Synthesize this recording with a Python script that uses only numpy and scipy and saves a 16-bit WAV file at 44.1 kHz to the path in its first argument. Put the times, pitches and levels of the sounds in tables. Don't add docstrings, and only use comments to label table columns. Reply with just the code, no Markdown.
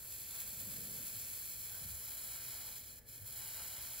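import sys
import numpy as np
from scipy import signal
from scipy.fft import rfft, irfft
from scipy.io import wavfile

SR = 44100
rng = np.random.default_rng(int(sys.argv[2]) if len(sys.argv) > 2 else 0)


def int16_out(signal):
    q = np.round(np.clip(np.atleast_2d(signal).T, -1, 1) * 32767)
    wavfile.write(sys.argv[1], SR, q.astype(np.int16))


N = 176400

# frequency in Hz, relative level in dB.
RUMBLE_EQ = [(20, -13), (35, -6.5), (55, -4), (80, -3), (110, 0.5), (170, -11), (300, -16.5), (550, -18),
             (750, -24.5), (1000, -31), (1450, -28), (1720, -21), (2100, -27.5), (3000, -35.5),
             (15000, -57)]
# frequency in Hz, side against middle in dB.
RUMBLE_WIDTH = [(50, -14), (150, -8.5), (300, -12.5), (600, -0.5), (3000, -13)]
# peak time and half length in seconds, centre in Hz, width in octaves,
# level in dB.
LOW_SWELLS = [(0.68, 0.08, 100, 0.45, -62), (0.83, 0.23, 165, 0.6, -61), (0.8, 0.24, 480, .35, -67.5),
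              (0.985, 0.03, 524, 0.15, -68), (1.175, 0.022, 95, 0.35, -62), (1.325, 0.025, 69, 0.22, -60),
              (1.865, 0.04, 100, 0.7, -54), (1.94, 0.034, 62, .35, -54), (3.23, 0.022, 106, 0.27, -58)]
# frequency in Hz, level in dB.
HUM_TONES = [(59.2, -72), (119.6, -79.5), (239, -82), (479.1, -81.5), (597.5, -84.5), (839.8, -85.5),
             (1712, -81)]
# frequency in Hz, gain in dB.
REVERB_EQ = [(300, -3.5), (700, -2), (1500, -7), (2800, -8.5), (3700, -11), (5300, -9), (6000, -18),
             (6600, -10), (7800, -11), (9400, -32), (11500, -13), (13400, -28), (15000, -15)]
# centre in Hz, half width in Hz, gain in dB.
MIC_NOTCHES = [(5790, 110, -10), (8230, 170, -4.5), (12380, 130, -3)]
# frequency in Hz, lead of left over right in radians.
MIC_PHASE = [(4600, 0), (5300, -1.7), (5620, -1.1), (5850, -2.9), (6080, -3.1), (6330, -1.6), (6600, -2.1),
             (7000, -1.1), (7900, .3), (8250, 1.3), (9100, 2.9), (9550, 3.35), (11350, 6.28), (13200, 9.25),
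             (13600, 9.6), (15100, 12.5), (15700, 13.2)]
# centre and half width in Hz, base gain in dB.
PANEL_NOTCHES = [(1080, 316, -3), (1905, 103, -6), (2760, 100, -15.5), (3685, 87, -15), (4700, 110, -6.5),
                 (6664, 105, -12.5), (7870, 210, -3), (8400, 73, -3.5)]
# time in seconds, frequency factor, depth factor.
NOTCH_SWEEP = [(0, 1.04, 0.59), (1.0, 1.024, 0.62), (1.3, 1.027, 0.62), (1.5, 1.02, 1.1), (2.1, 0.99, 0.89),
               (2.55, 0.98, .85), (2.85, 1, 1), (3.11, 1.003, 1.8), (3.3, .99, 0.93), (3.6, 0.95, 0.75),
               (4, 1.01, 0.78)]
# time in seconds, level in dB.
RUB_ENVELOPE = [(0, -69), (.28, -76), (.33, -64.5), (.41, -62), (.5, -69), (1.0, -67.5), (1.62, -76.5),
                (1.75, -61.5), (1.9, -68), (2.15, -65), (2.35, -63.5), (2.72, -63), (2.83, -82), (3.1, -88),
                (3.19, -73), (3.28, -70), (3.4, -61), (3.53, -62.5), (3.61, -57), (3.68, -63.5),
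                (3.78, -60.5), (4, -63.5)]
# frequency in Hz, relative level in dB.
RUB_EQ = [(250, -13), (600, -2.5), (860, 3.5), (1200, -1.5), (1600, 4.5), (2300, -3.5), (3200, 0),
          (4200, -8), (7000, -22.5)]
# time in seconds, relative level in dB.
BOIL_ENVELOPE = [(0.0, -52.5), (0.15, -47), (0.28, -48.5), (0.41, -45), (0.44, -46.5), (0.54, -47),
                 (1.2, -46), (1.74, -47.5), (2.52, -47), (2.78, -49.5), (2.82, -53), (2.88, -52.5),
                 (2.99, -57.5), (3.0, -66), (3.05, -69), (3.09, -54), (3.16, -52), (3.24, -55), (3.27, -48),
                 (3.3, -51), (3.36, -47), (3.98, -48), (4.0, -48)]
# frequency in Hz, relative level in dB.
SIZZLE_EQ = [(200, -28.5), (700, -19), (1200, -14), (1600, -13.5), (2300, -8.5), (3300, -9), (4300, -3.5),
             (5000, -7), (5400, -5), (6300, -3.5), (7400, -1), (8300, -1.5), (9300, -1.5), (10500, .5),
             (11800, 2.5), (12400, 0), (13300, -0.5), (14200, 2), (15000, -1), (15550, 2.5)]
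# time in seconds, gain below BODY_EDGE_HZ in dB.
SIZZLE_BODY = [(0, -3), (.35, -0.5), (.5, -2.5), (1.6, -1), (2.0, -1.5), (2.6, 1.5), (2.9, 1), (3.16, 0.5),
               (3.25, -2), (3.6, 1.5), (4, 1)]
# start in seconds, level over the boil in dB.
FLUX_SPITS = [(.3103, 11), (.4028, 11), (.4053, 16), (.4115, 10), (.4178, 16), (.421, 9), (.431, 15),
              (1.6966, 14), (2.0413, 10), (2.9854, 11), (3.2782, 13), (3.2977, 10), (3.3018, 11),
              (3.308, 12), (3.6746, 10)]

RUMBLE_DB, LEFT_BIAS_DB = -64, 1.5
REVERB_T60_S, HIGH_CUT_HZ = 0.21, 15720
BURSTS_PER_S, BURST_SPREAD_DB, VAPOUR_DB = 9000, 3.5, -2
SPUTTER_DB, SPUTTER_HZ, SURGE_DB, SURGE_HZ = 0.67, 218, 0.76, 25
SIZZLE_GAIN_DB, BODY_EDGE_HZ, SPIT_DECAY_S = 5, 6400, 0.0003


def undb(db):
    return 10 ** (np.asarray(db) / 20)


def unit(x):
    return x / np.sqrt(np.mean(x ** 2))


def curve(table, at):
    return np.interp(at, *np.array(table, float).T)


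def bins():
    return np.maximum(np.arange(N // 2 + 1) * SR / N, 1e-3)


def eq(x, table):
    hz, db = np.array(table, float).T
    gain = undb(np.interp(np.log(bins()), np.log(hz), db))
    cepstrum = irfft(np.log(gain), N)
    cepstrum[1:N // 2] *= 2
    cepstrum[N // 2 + 1:] = 0
    return irfft(rfft(x) * np.exp(rfft(cepstrum)), N)


def notch_db(hz, notches):
    return sum(db * np.exp(-.5 * ((hz - centre) / width) ** 2) for centre, width, db in notches)


def wobble(rate_hz):
    slow = rfft(rng.standard_normal(N)) / (1 + (bins() / rate_hz) ** 2)
    return unit(irfft(slow * bins() / (bins() + rate_hz / 10), N))


def room_tone(t):
    rumble = undb(RUMBLE_DB) * unit(eq(rng.standard_normal((2, N)), RUMBLE_EQ))
    for peak, half_length, hz, octaves, db in LOW_SWELLS:
        bell = np.exp(-.5 * (np.log2(bins() / hz) / octaves) ** 2)
        band = unit(irfft(rfft(rng.standard_normal((2, N))) * bell, N))
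        rumble += undb(db) * band * np.exp(-.5 * ((t - peak) / half_length) ** 2)
    hum = sum(undb(db) * np.sqrt(2) * np.sin(2 * np.pi * (hz * t + rng.random())) for hz, db in HUM_TONES)
    mid, side = rumble[0] + hum, eq(rumble[1], RUMBLE_WIDTH)
    return np.array([mid + side, mid - side]) * undb(LEFT_BIAS_DB * np.array([[.5], [-.5]]))


def workshop_space(x, t):
    left = rfft(x) * undb(notch_db(bins(), MIC_NOTCHES))
    right = left * np.exp(-1j * curve(MIC_PHASE, bins()))
    direct = irfft(np.array([left, right]), N)
    tail = rng.standard_normal((2, N)) * np.exp(-np.log(1000) * t / REVERB_T60_S)
    tail /= np.sqrt(np.sum(tail ** 2, axis=1, keepdims=True))
    return direct + signal.fftconvolve(eq(x, REVERB_EQ)[None], tail, axes=1)[:, :N]


def panel_reflection(x):
    hz, frame_times, frames = signal.stft(x, SR, nperseg=1024)
    times, slides, depths = np.array(NOTCH_SWEEP, float).T
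    slide = np.interp(frame_times, times, slides)
    depth = np.interp(frame_times, times, depths)
    cut_db = depth * notch_db(hz[:, None] / slide, PANEL_NOTCHES)
    return signal.istft(frames * undb(cut_db), SR)[1][:N]


def tip_rub(t):
    grain = rng.standard_normal(N) * undb(1.46 * wobble(rate_hz=100))
    return unit(eq(grain, RUB_EQ)) * undb(curve(RUB_ENVELOPE, t))


def flux_sizzle(t):
    triggers = rng.random(N) < BURSTS_PER_S / SR
    sizes = undb(BURST_SPREAD_DB * np.clip(rng.standard_normal(N), -2.6, 2.6))
    bursts = unit(triggers * sizes * rng.choice([-1, 1], N))
    vapour = undb(VAPOUR_DB) * rng.standard_normal(N)
    flutter_db = SPUTTER_DB * wobble(SPUTTER_HZ) + SURGE_DB * wobble(SURGE_HZ)
    boil = unit((bursts + vapour) * undb(flutter_db))
    spray = rng.standard_normal(N)
    for start, db in FLUX_SPITS:
        age = np.maximum(t - start, 0)
        boil += (t >= start) * undb(db) * np.exp(-age / SPIT_DECAY_S) * spray
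    sizzle = unit(eq(boil, SIZZLE_EQ))
    body = irfft(rfft(sizzle) / (1 + (bins() / BODY_EDGE_HZ) ** 6), N)
    sizzle += (undb(curve(SIZZLE_BODY, t)) - 1) * body
    return sizzle * undb(curve(BOIL_ENVELOPE, t) + SIZZLE_GAIN_DB)


def scene():
    t = np.arange(N) / SR
    soldering = panel_reflection(flux_sizzle(t) + tip_rub(t))
    return workshop_space(soldering, t) + room_tone(t)


def record(dry):
    return signal.sosfilt(signal.ellip(12, .2, 70, HIGH_CUT_HZ, fs=SR, output="sos"), dry)


dry = scene()
out = record(dry)
int16_out(out)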